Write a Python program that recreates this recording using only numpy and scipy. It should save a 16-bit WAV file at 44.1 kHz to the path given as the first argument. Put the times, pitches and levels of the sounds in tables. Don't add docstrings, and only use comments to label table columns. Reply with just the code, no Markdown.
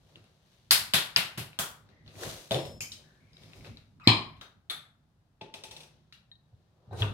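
import sys
import numpy as np
from scipy import signal
from scipy.fft import rfft, irfft, next_fast_len
from scipy.io import wavfile
from scipy.ndimage import uniform_filter1d

SR = 44100
rng = np.random.default_rng(int(sys.argv[2]) if len(sys.argv) > 2 else 0)


def elevation(decibels):
    levels = np.asarray(decibels, float)
    return 10 ** (levels / 20)


def wrap_up_sound(samples):
    columns = np.atleast_2d(samples).T
    tamed = np.clip(columns, -1, 1)
    steps = np.round(tamed * 32767).astype(np.int16)
    wavfile.write(sys.argv[1], SR, steps)


N = 314829
SIZE = 4096


def rms_one(x):
    return x / np.sqrt(np.mean(x ** 2) + 1e-20)


def at_hz(points, hz):
    table_hz, values = np.array(points).T
    return np.interp(np.log(hz + 1), np.log(table_hz), values)


def band_pass(x, order, edges_hz):
    return signal.sosfilt(signal.butter(order, edges_hz, "band", fs=SR, output="sos"), x)


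def peaks_power(peaks, hz, steep=1):
    return sum(elevation(2 * db) / (1 + (2 * (hz - f) / width) ** 2) ** steep for f, width, db in peaks)


def shaped(x, gain_at):
    size = next_fast_len(x.shape[-1])
    hz = np.fft.rfftfreq(size, 1 / SR)
    return rms_one(irfft(rfft(x, size) * gain_at(hz), size)[..., :x.shape[-1]])


# (frequency [Hz], correlation [0-1])
PORT_LIKENESS = [(60, 0.9), (130, 1), (290, 0.6), (640, 0.83), (1400, 0.0074), (16000, 0.0092)]


def two_ports(size):
    size_fft = next_fast_len(size)
    alike = np.clip(at_hz(PORT_LIKENESS, np.fft.rfftfreq(size_fft, 1 / SR)), 0, 1)
    mid, side = rfft(rng.standard_normal((2, size_fft)))
    common = np.sqrt(1 + alike) * mid
    opposed = np.sqrt(1 - alike) * side * [[1], [-1]]
    return irfft((common + opposed) / np.sqrt(2))[:, :size]


# (frequency [Hz], T60 [s])
ECHO_T60 = [(60, 0.33), (160, 0.31), (420, 0.39), (1100, 0.473), (2900, 0.3233), (7700, 0.3234),
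            (16000, 0.26)]


def kitchen_echoes(count=6):
    echo_db, rise_s = -22, 0.0025
    t, tails = np.arange(6 * SIZE) / SR, 0
    octaves_hz = 40 * 2 ** np.arange(10)
    white = rfft([two_ports(len(t)) for _ in range(count)])
    place = np.log2(np.fft.rfftfreq(len(t), 1 / SR) / octaves_hz[0] + 1e-9)
    for k, hz in enumerate(octaves_hz):
        band = irfft(white * np.clip(1 - np.abs(place - k), 0, 1))
        tails = tails + band * elevation(-60 * t / at_hz(ECHO_T60, hz))
    return elevation(echo_db) * tails * (1 - np.exp(-t / rise_s))


def struck(body, thud_db, bright_db, focus_hz, broad_db, steep):
    broad, resonances = body
    hz = np.fft.rfftfreq(4 * SIZE, 1 / SR)
    gain = np.sqrt(elevation(2 * (at_hz(broad, hz) + broad_db)) + peaks_power(resonances, hz, steep))
    gain = gain * elevation(thud_db / (1 + (hz / 500) ** 2) + bright_db / (1 + (5500 / (hz + 1)) ** 4))
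    gain = gain * elevation(4.9 / (1 + ((hz - focus_hz) / (0.13 * focus_hz)) ** 2))
    gain = gain / np.sqrt(np.mean(gain[hz > 270] ** 2))
    cepstrum = irfft(np.log(gain + 1e-9))
    cepstrum[1:2 * SIZE] *= 2
    cepstrum[2 * SIZE + 1:] = 0
    return irfft(np.exp(rfft(cepstrum)))[:2 * SIZE]


def contacts(events, body, echoes, contact_s, broad_db, direct_db, wet_db, steep=1.1):
    left_lag, contact_lag_s = 5, 0.0012
    sharpness, ring_share, plain_share = 3.0, 1.7, 0.55
    out, t = np.zeros((2, N + 8 * SIZE)), np.arange(1024) / SR
    for s, db, thud_db, bright_db, focus_hz in events:
        burst = rng.standard_normal(len(t)) * np.exp(-t / contact_s)
        burst = (burst / np.sqrt((burst ** 2).sum()) + 0.3 * (t == 0)) / np.sqrt(2)
        ringing = signal.lfilter(*signal.iirpeak(focus_hz, sharpness, fs=SR), burst)
        burst = plain_share * burst + ring_share * ringing
        tap = elevation(db) * struck(body, thud_db, bright_db, focus_hz, broad_db, steep)
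        direct = elevation(direct_db) * signal.fftconvolve(tap, burst)
        spot = echoes[rng.integers(len(echoes))]
        heard = elevation(wet_db) * signal.fftconvolve(tap[None], spot, axes=1)
        heard[0, left_lag:left_lag + len(direct)] += direct
        heard[1, :len(direct)] += direct
        at = round((s + contact_lag_s) * SR)
        out[:, at:at + heard.shape[1]] += heard
    return out[:, :N]


# (frequency [Hz], level [dB per Hz])
HUSH_COLOUR = [(18, -44), (30, -3), (145, 1.5), (252, -12), (437, -20.5), (740, -19), (1350, -25),
               (1670, -25.5), (2230, -32.5), (3770, -31), (7270, -39), (11700, -42), (16000, -48)]


def hush():
    return elevation(-67) * shaped(two_ports(N), lambda hz: elevation(at_hz(HUSH_COLOUR, hz)))


# (time [s], level [dB])
BOOM_LEVEL = [(0.0, -61), (0.59, -79.5), (0.77, -53), (0.95, -62.5), (1.89, -63), (2.33, -45.5),
              (2.56, -75.5), (2.68, -47.5), (3.2, -67), (3.58, -55.5), (3.69, -43), (3.86, -63.5),
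              (4.19, -50.5), (4.6, -67.5), (5.3, -86), (5.63, -61.5), (6.84, -79), (7.1, -39)]
# (frequency [Hz], width [Hz], level [dB])
BOOM_MODES = [(56.4, 61, -7.5), (103.8, 16, -4), (153, 14, -4), (215.7, 50, -10), (260, 120, -12.5)]


def boom():
    s, db = np.transpose(BOOM_LEVEL)
    lumps = elevation(3.0 * rms_one(uniform_filter1d(rng.standard_normal(N), size=1500)))
    low = shaped(two_ports(N) * lumps, lambda hz: peaks_power(BOOM_MODES, hz))
    return elevation(np.interp(np.arange(N) / SR, s, db)) * low


# (time of peak [s], time to fade 20 dB [s], peak level [dB], extra dull [dB], extra hiss [dB])
STROKES = [(0.112, 0.84, -70, 1, -7), (0.524, 0.69, -70, -8, -7), (1.9, 0.63, -74, 5.5, -24),
           (2.085, .12, -63, -4, -16), (2.235, 0.2148, -43.5, 3, -1.5), (2.3, 0.24, -45.5, -14.5, -2.5),
           (3.0, .5, -67.5, 1.5, -7.5), (3.44, .5, -62.5, -0.5, -7.5), (3.57, 0.25, -64, 2.5, -1.5),
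           (3.662, 0.1142, -57, 4, -9.5), (5.5, 0.0019, -75, 21, -5.5), (5.58, 0.1919, -64.5, 5, -17),
           (5.74, 0.2978, -62.5, 2.5, -19), (5.86, 0.38, -72.5, -5, -13), (6.62, 1.5, -83, 2.5, -12),
           (6.932, 0.0327, -66, 25, 0), (7.004, 0.12, -44, 2, -6), (7.05, .5, -64.5, 16, -16.5)]
# (frequency [Hz], level [dB per Hz])
CLOTH = [(150, -47), (250, -11.5), (393, 1.5), (436, -8.5), (468, -2.5), (618, -3.5), (875, -10.5),
         (2280, -12.5), (3460, -9.5), (7980, -20.5), (12000, -22.5), (16000, -31)]
# (frequency [Hz], width [Hz], level [dB])
SLEEVE_TONES = [(3900, 900, -12), (6100, 700, -16), (8900, 700, -22)]


def rubbing():
    rise_share = 0.3954
    t, powers = np.arange(N) / SR, np.zeros((3, N))
    for s, fade_s, db, dull_db, hiss_db in STROKES:
        away_s = np.maximum(t - s, (s - t) / rise_share)
        swell = elevation(2 * db - 2 * 20 * away_s / fade_s)
        powers += swell * elevation([[2 * dull_db], [0], [2 * hiss_db]])
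    clumps = elevation(1.3 * rms_one(uniform_filter1d(rng.standard_normal(N), size=90)))

    def cloth_gain(hz):
        return np.sqrt(elevation(2 * at_hz(CLOTH, hz)) + peaks_power(SLEEVE_TONES, hz))

    fibres = shaped(two_ports(N) * clumps, cloth_gain)
    dull_mid_hiss = [band_pass(fibres, 3, edges) for edges in ([280, 1200], [1200, 6000], [6000, 17000])]
    return sum(gain * rms_one(part) for gain, part in zip(np.sqrt(powers), dull_mid_hiss))


def stick_slip(table):
    out, t = np.zeros((2, N)), np.arange(SIZE * 8) / SR
    for start, end, start_db, end_db, centre_hz in table:
        width_hz = 270 + 0.045 * centre_hz
        level_db = np.interp(t, [0, end - start, end - start + 0.49], [start_db, end_db, end_db - 50.5])
        sound = shaped(two_ports(len(t)), lambda hz: peaks_power([(centre_hz, width_hz, 0)], hz))
        at = round(start * SR)
        out[:, at:at + len(t)] += (sound * elevation(level_db) * np.minimum(t / 0.004, 1))[:, :N - at]
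    return out


# (start time [s], end time [s], start level [dB], end level [dB], centre [Hz])
CREAKS = [(1.91, 2.028, -73.5, -69.5, 1950), (3.038, 3.171, -69, -70.5, 1660),
          (3.997, 4.077, -57, -56, 1250), (4.006, 4.027, -58.5, -61, 2557), (4.033, 4.075, -62, -48, 2095),
          (4.036, 4.073, -64.5, -63, 3900), (4.037, 4.073, -68, -55.5, 5100),
          (6.908, 6.985, -68, -66, 3900), (6.985, 7.005, -56, -54, 3900), (3.33, 3.72, -69, -74, 5078),
          (3.2, 3.73, -75, -68, 2240), (6.931, 7.004, -72, -65, 8870)]
# (start time [s], end time [s], start level [dB], end level [dB], centre [Hz])
WHISPERS = [
    (4.03, 4.072, -80, -72, 11800),
    (4.0, 4.072, -88, -72, 7500),
    (4.24, 4.33, -85, -86, 11000),
    (4.25, 4.33, -86, -87, 13500),
]


def creaks():
    return stick_slip(CREAKS) + stick_slip(WHISPERS)


# (time [s], peak level [dB], thud [dB], favoured pitch [Hz])
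FINGERS = [(0.156, -43, 15.5, 2915), (0.2402, -52, -6.5, 9450), (1.53, -44.5, -0.5, 2500),
           (1.8887, -52, 3.5, 1870), (2.0759, -55, 6, 1724), (2.1068, -48, 6, 2640),
           (2.1541, -49, -2, 2200), (2.2332, -32, -3, 1790), (3.331, -53.5, -44, 5000),
           (3.367, -49.5, -32, 3800), (3.4333, -49, -23, 3600), (3.5325, -46, -17.5, 2416),
           (3.6077, -49, -13, 2240), (3.6451, -37.5, -4.5, 2570), (3.7702, -44, -16.5, 4045),
           (3.998, -52, 2, 1364), (6.1239, -42, -52, 2750), (6.1235, -46, -30, 1600),
           (6.126, -44, -52, 4050),]
# (time [s], peak level [dB], thud [dB], brightness [dB], favoured pitch [Hz])
GRAZES = [
    (2.0613, -50, 0, -6, 3500),
    (2.0772, -47, 0, -6, 4300),
    (2.5177, -36, -30, 12, 12500),
    (2.6516, -44, -30, 10, 13000),
    (4.366, -52, -20, -4, 3500),
    (5.832, -52, -10, -4, 2500),
    (6.9985, -42, -10, 0, 5400),
]
# (frequency [Hz], width [Hz], level [dB])
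GRIP = ([(59, -31.5), (100, -5.5), (662, -14.5), (970, -20), (1330, -12), (1760, -15.5), (3700, -16.5),
         (6150, -23.5), (7450, -30.5), (12700, -31), (16000, -51)], [(2723, 220, -15.5), (3900, 360, -14.5)])


def fingers(echoes):
    touches = [(s, db, thud_db, -1.5, hz) for s, db, thud_db, hz in FINGERS]
    return (contacts(touches, GRIP, echoes, contact_s=0.0012, broad_db=-3, direct_db=15, wet_db=7)
            + contacts(GRAZES, GRIP, echoes, contact_s=0.0015, broad_db=0, direct_db=15, wet_db=8))


# (time [s], peak level [dB], thud [dB], brightness [dB], favoured pitch [Hz])
KNOB_TICKS = [
    (6.3142, -45, -1, -7, 3726),
    (6.353, -52, -1, 6, 3730),
]
POT_LID = [
    (6.527, -62.5, 29, -8, 699),
    (6.872, -56.5, 34.5, -8.5, 695),
    (6.909, -43, 10, 0, 750),
    (6.9275, -34, 8, -16, 750),
    (7.008, -35, 24, -4.5, 700),
]
LID_RIM = [
    (7.0195, -22.5, -2, -8.5, 3400),
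    (7.027, -25, -2, -8.5, 2700),
]
# (frequency [Hz], width [Hz], level [dB])
KNOB = ([(300, -45), (1500, -35.5), (4000, -30.5), (6000, -40.5), (16000, -47.5)], [(1830, 56, -1),
         (3150, 90, -7), (3832, 40.4, 9.5), (4000, 64, 3), (4240, 49, 2), (9140, 70, -15)])
POT = ([(35, -45.5), (60, -7), (103, 6), (323, -18.5), (448, -12), (621, -39.5), (946, -10.5),
        (1820, -32.5), (1950, -30), (2710, -55.5), (16000, -70.5)], [(100.8, 27.8, 1.5), (446.1, 11.9, -1),
        (750, 320, -17.5), (1537, 51.4, -14.5), (1828, 11.8, -10.5), (2628, 400, -32), (3433, 270, -36)])
RIM = ([(100, -12), (330, -12), (450, -8), (620, -18), (950, -10), (1500, -15), (2100, -24), (3700, -24),
        (4200, -45), (16000, -55)], [(446, 14, 2), (1537, 50, -9), (1828, 14, -7), (2700, 250, -14),
        (3000, 150, -16), (3450, 270, -14)])


def pot_lid(echoes):
    return (contacts(KNOB_TICKS, KNOB, echoes, contact_s=0.0006, broad_db=-3, direct_db=19, wet_db=1)
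            + contacts(POT_LID, POT, echoes, contact_s=0.003, broad_db=-4.5, direct_db=17, wet_db=11.5)
            + contacts(LID_RIM, RIM, echoes, contact_s=0.003, broad_db=0, direct_db=17, wet_db=9))


# (time [s], peak level [dB], thud [dB], brightness [dB], favoured pitch [Hz])
CAP_OFF = [
    (4.6967, -23, -1, 1, 3500),
    (4.8444, -65.5, -1, 0.85, 3500),
]
# (frequency [Hz], width [Hz], level [dB])
CAP = ([(120, -49), (200, -18), (851, -12.5), (1060, -21), (1320, -5.5), (2910, -12.5), (3620, -6),
        (5630, -23.5), (11100, -22.5), (16000, -26)], [(1240, 119, -8), (2230, 204, -9.5), (3485, 110, -2),
        (3750, 200, -7), (4250, 120, -6), (6180, 143, -15.5), (7880, 164, -14), (10990, 324, -10)])


def cap_off(echoes):
    return contacts(CAP_OFF, CAP, echoes, contact_s=0.0116, broad_db=-3.5, direct_db=11.5, wet_db=12.5)


# (frequency [Hz], width [Hz], level [dB])
CAP_ON_COUNTER = ([(59, -34), (100, 4.5), (289, 1.5), (365, 6), (705, -3.5), (872, -11), (1550, -21),
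                   (3780, -12.5), (9210, -13.5), (16000, -22.5)], [(366, 43, -11.5), (873.2, 45, 2),
                   (2629, 495, -6), (3500, 270, -20), (5724, 540, -5), (8810, 330, -5.5), (10600, 480, -12)])


def cap_wobble(echoes, count=7):
    start_s, gap_s, shrink, drag_s = 5.4115, 0.148, 0.8, 0.021
    landing_thud_db, rim_thud_db = -4.5, -25
    landing_bright_db, rim_bright_db = -26, -6.5
    k = np.arange(count)
    s = start_s + gap_s * (1 - shrink ** k) / (1 - shrink) - drag_s * k
    db = -31 - 2.93 * np.maximum(k - 2, 0)
    flat = 0.253 ** k
    thud_db = rim_thud_db + (landing_thud_db - rim_thud_db) * flat
    bright_db = rim_bright_db + (landing_bright_db - rim_bright_db) * flat
    touches = list(zip(s, db, thud_db, bright_db, np.full(count, 3600)))
    return contacts(touches, CAP_ON_COUNTER, echoes, contact_s=0.00624, broad_db=2, direct_db=16, wet_db=7.5)


# (time [s], peak level [dB], thud [dB], brightness [dB], favoured pitch [Hz])
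KNIFE = [
    (2.8047, -21, -1, 0, 2430),
]
BLADE_TIP = [
    (2.9178, -30, -20, 0, 3900),
]
KNIFE_DOWN = [
    (4.4105, -32.5, 3, 0, 3760),
]
# (frequency [Hz], width [Hz], level [dB])
BLADE = ([(120, -42), (300, -11), (1000, -15), (2300, -14), (3000, -9), (3700, -15), (4600, -6.5),
          (6400, -3.5), (9000, -12), (13300, -13), (16000, -25)], [(2250, 70, -5), (2430, 90, -4),
          (2620, 100, -10), (3050, 113, -6.5), (5120, 94, 1), (6273, 96, 2), (7060, 130, 1.5),
          (9130, 120, -5.5), (11960, 120, -4)])
TIP = ([(300, -40), (1500, -22), (2600, -17), (4000, -12), (6500, -15), (9000, -20), (16000, -30)],
        [(3070, 130, -3), (3850, 90, -6), (4800, 60, -7), (5240, 200, -6), (6220, 150, -7),
        (8670, 190, -11)])
HANDLE = ([(150, -20), (600, -10), (1000, -16), (2200, -13), (4000, -13), (5500, -24), (16000, -30)],
           [(1320, 200, -3), (1620, 120, -6), (3200, 80, -7), (3760, 90, -6), (5040, 60, -10),
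           (6020, 90, -8), (6970, 120, -17)])


def knife(echoes):
    return (contacts(KNIFE, BLADE, echoes, contact_s=0.0018, broad_db=-5, direct_db=13.5, wet_db=9)
            + contacts(BLADE_TIP, TIP, echoes, contact_s=0.0015, broad_db=1, direct_db=14, wet_db=8)
            + contacts(KNIFE_DOWN, HANDLE, echoes, contact_s=0.003, broad_db=1, direct_db=14, wet_db=7.5))


# (time [s], peak level [dB], thud [dB], brightness [dB], favoured pitch [Hz])
JAR_DOWN = [
    (2.5085, -20.5, 4, -15, 3540),
    (2.5177, -25, 1, -14, 3480),
    (2.5437, -21, 6, -19, 3500),
    (2.5896, -38, 3, -10, 3500),
    (2.6516, -38, 3, -8, 3500),
]
# (frequency [Hz], width [Hz], level [dB])
JAR = ([(35, -41), (60, -55.5), (139, 3.5), (202, -19), (607, -5), (1340, -25.5), (3670, -16), (5330, -20),
        (7400, -20), (9350, -19), (16000, -25)], [(131, 112, -11.5), (359.8, 30, -1.5), (557, 110, -4)])


def jar_down(echoes):
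    return contacts(JAR_DOWN, JAR, echoes, contact_s=0.00102, broad_db=2.5, direct_db=22, wet_db=14.5)


# (frequency [Hz], level [dB], T60 [s])
BLADE_RING = [(5254, -5, 1.1), (6158, -3, .32), (6320, -6, .25), (6988, -14, .7), (7359, -18, .48),
              (7822, -13, .7), (8750, -15, .5), (9286, -5, .35), (9706, -15, .8), (10450, -11, .4),
              (12050, -15, .45), (12540, -14, .7), (13140, -17, .45), (13870, -18, .55)]


def blade_ring():
    start_s, gripped_s, ring_db = 2.512, 2.78, -47.5
    beat_hz, neighbour_hz = 32, 480
    t = np.arange(N) / SR - start_s
    live = (t > 0) & (t < 0.6)
    t, out = t[live], np.zeros((2, N))
    gripped = elevation(-400 * np.maximum(t + start_s - gripped_s, 0))
    since = t - (np.array(JAR_DOWN)[[2, 4], :1] - start_s)
    for hz, db, t60 in BLADE_RING:
        again = elevation(-5 - 60 * np.maximum(since, 0) / t60 - [[0], [12]]) * (since > 0)
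        level = elevation(-60 * t / t60) * np.minimum(t / 0.0071, 1) + again.sum(axis=0)
        lone = hz < 5500
        phase = 2 * np.pi * (hz * t + rng.random((2, 1)) * (not lone))
        apart_hz = beat_hz * rng.uniform(-1, 1)
        partner = elevation(-4 - 9 * lone)
        pair = np.sin(phase) + partner * np.sin(phase + 2 * np.pi * (apart_hz * t + rng.random((2, 1))))
        pair += partner * np.sin(phase + 2 * np.pi * neighbour_hz * rng.uniform(-1, 1) * t)
        out[:, live] += elevation(db + ring_db) * level * pair * gripped
    return out


# (time [s], frequency [Hz], peak level [dB], T60 [s])
PINGS = [(0.7088, 4850, -9, .012), (1.1612, 4850, -15, .012), (4.0742, 4100, -8, .03),
         (4.074, 2450, -16, .02), (4.076, 110, -11.5, .16), (4.0725, 230, -17, .07), (5.4105, 866, -46, .3),
         (5.4105, 877, -48, .5), (5.65, 873, -54, .3), (5.4105, 2700, -46, .03), (5.4105, 3300, -47, .04),
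         (5.637, 3850, -46, .03), (5.637, 2650, -48, .03), (6.928, 750, -40, .05), (7.0045, 102, -19, .3),
         (5.54, 870, -55, .3), (5.715, 873, -57, .35), (6.3148, 3800, -52, .12), (2.806, 2700, -40, .1),
         (2.9185, 3900, -40, .02), (2.5085, 3100, -28, .015), (2.544, 3000, -28, .015)]


def pings():
    left_lag, rise_cycles = 1, 1.2
    out, t = np.zeros((2, N + SR)), np.arange(SR // 2) / SR
    for s, hz, db, t60 in PINGS:
        swell = 1 - np.exp(-t * hz / rise_cycles)
        ring = np.sin(2 * np.pi * hz * t) * elevation(db - 60 * t / t60) * swell
        at = round(s * SR)
        out[0, at + left_lag:at + left_lag + len(t)] += ring
        out[1, at:at + len(t)] += ring
    return out[:, :N]


def air_puff():
    rise_s, swing_hz, fade_s = 0.0007, 230, 0.002
    t = np.arange(N) / SR - 4.0737
    swing = np.cos(2 * np.pi * swing_hz * t) * np.exp(-np.maximum(t, 0) / fade_s)
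    puff = np.where(t < 0, np.exp(np.minimum(t, 0) / rise_s), swing) + 1e-18
    return elevation(-4) * band_pass(puff, 2, [130, 2500])


# (time [s], peak level [dB], thud [dB], brightness [dB], favoured pitch [Hz])
POP = [
    (4.073, -4.8, 0, -2, 4100),
]
# (frequency [Hz], width [Hz], level [dB])
SEAL = ([(35, -60), (70, -26), (110, -8), (371, -7.5), (503, -22.5), (1060, -8.5), (1440, -26),
         (2350, -14.5), (2840, -20), (4220, -15.5), (5250, -22), (5600, -36), (6700, -30), (9000, -32),
         (10500, -41), (14800, -48), (16000, -75)], [(112, 30, -2), (230, 50, -7), (668, 60, -17),
         (1055, 130, -10), (1790, 60, -20), (2400, 250.7, -8.5), (3150, 420, -9.5), (3870, 60, -13),
         (4110, 110, -8), (4660, 60, -20), (5030, 150, -15)])


def lid_pop(echoes):
    snap = contacts(POP, SEAL, echoes, contact_s=0.0012, broad_db=-3, direct_db=15, wet_db=12.5, steep=1.7)
    return snap + air_puff()


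# (time [s], peak level [dB], thud [dB], brightness [dB], favoured pitch [Hz])
SLAPS = [
    (0.708, -4.5, -10, 3.5, 4700),
    (0.935, -8, 0.5, -2, 3568),
    (1.161, -12, -2, -6, 2800),
]
GLANCING_SLAP = [
    (1.374, -25, 19.8, 2.16, 2780),
]
LAST_SLAP = [
    (1.588, -17, 4, 8, 3330),
]
SLAP_CRACKS = [
    (0.7078, -9, 0, 0, 4850),
    (1.1608, -12, 0, 0, 4850),
]
# (frequency [Hz], width [Hz], level [dB])
PALM = ([(35, -43), (60, -14.5), (146, -1), (262, -15.5), (371, -10.5), (448, -16), (540, -11),
         (1250, -7.5), (1410, -5), (3760, -2), (4300, -3), (4700, -6), (5300, -6), (5800, -10), (6740, -10),
         (12100, -7), (16000, -18)], [(110, 29, -4.5), (150, 130, -2.5), (4800, 500, -11.5)])
CUPPED_PALM = ([(60, -14), (146, -1), (262, -14), (540, -10), (1000, -7), (2200, -8), (6740, -11),
                (16000, -16)], [(1360, 400, 7), (750, 200, -1), (3330, 300, 1)])
CRACK = ([(300, -40), (2000, -25), (8000, -25), (16000, -35)], [(4850, 900, 0)])


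def jar_slaps(echoes):
    return (contacts(SLAPS, PALM, echoes, contact_s=0.0013, broad_db=8, direct_db=14, wet_db=12.5)
            + contacts(GLANCING_SLAP, PALM, echoes, contact_s=0.008, broad_db=8.5, direct_db=10, wet_db=13)
            + contacts(LAST_SLAP, CUPPED_PALM, echoes, contact_s=0.0013, broad_db=8, direct_db=14.5, wet_db=13)
            + contacts(SLAP_CRACKS, CRACK, echoes, contact_s=0.0008, broad_db=0, direct_db=14, wet_db=-3))


def scene():
    echoes = kitchen_echoes()
    background = hush() + boom() + rubbing() + creaks()
    handling = fingers(echoes) + pot_lid(echoes) + cap_off(echoes) + cap_wobble(echoes) + knife(echoes)
    jar = jar_down(echoes) + lid_pop(echoes) + jar_slaps(echoes)
    return background + handling + blade_ring() + pings() + jar


# (frequency [Hz], left over right level [dB])
PORT_TILT = [(60, 1.5), (110, -0.5), (200, -1.5), (380, 1.5), (700, 2.5), (1290, 1.5), (2380, 3),
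             (4400, 6.5), (8120, -1.5), (15000, -0.5)]


def unequal_ports(sound):
    size = next_fast_len(N + SIZE)
    tilt_db = at_hz(PORT_TILT, np.fft.rfftfreq(size, 1 / SR)) / 2
    return irfft(rfft(sound, size) * elevation([tilt_db, -tilt_db]), size)[:, :N]


def roll_off(x):
    return signal.sosfilt(signal.butter(12, 16850, fs=SR, output="sos"), x)


def record(dry):
    bass_cut = signal.butter(2, 48, "high", fs=SR, output="sos")
    ports = signal.sosfilt(bass_cut, unequal_ports(dry))
    rounded = ports / (1 + (ports / 1.2) ** 4) ** (1 / 4)
    top_cut = signal.cheby2(16, 70, 16700, fs=SR, output="sos")
    mix = signal.sosfilt(top_cut, rounded)
    return roll_off(mix)


dry = scene()
out = record(dry)
wrap_up_sound(out)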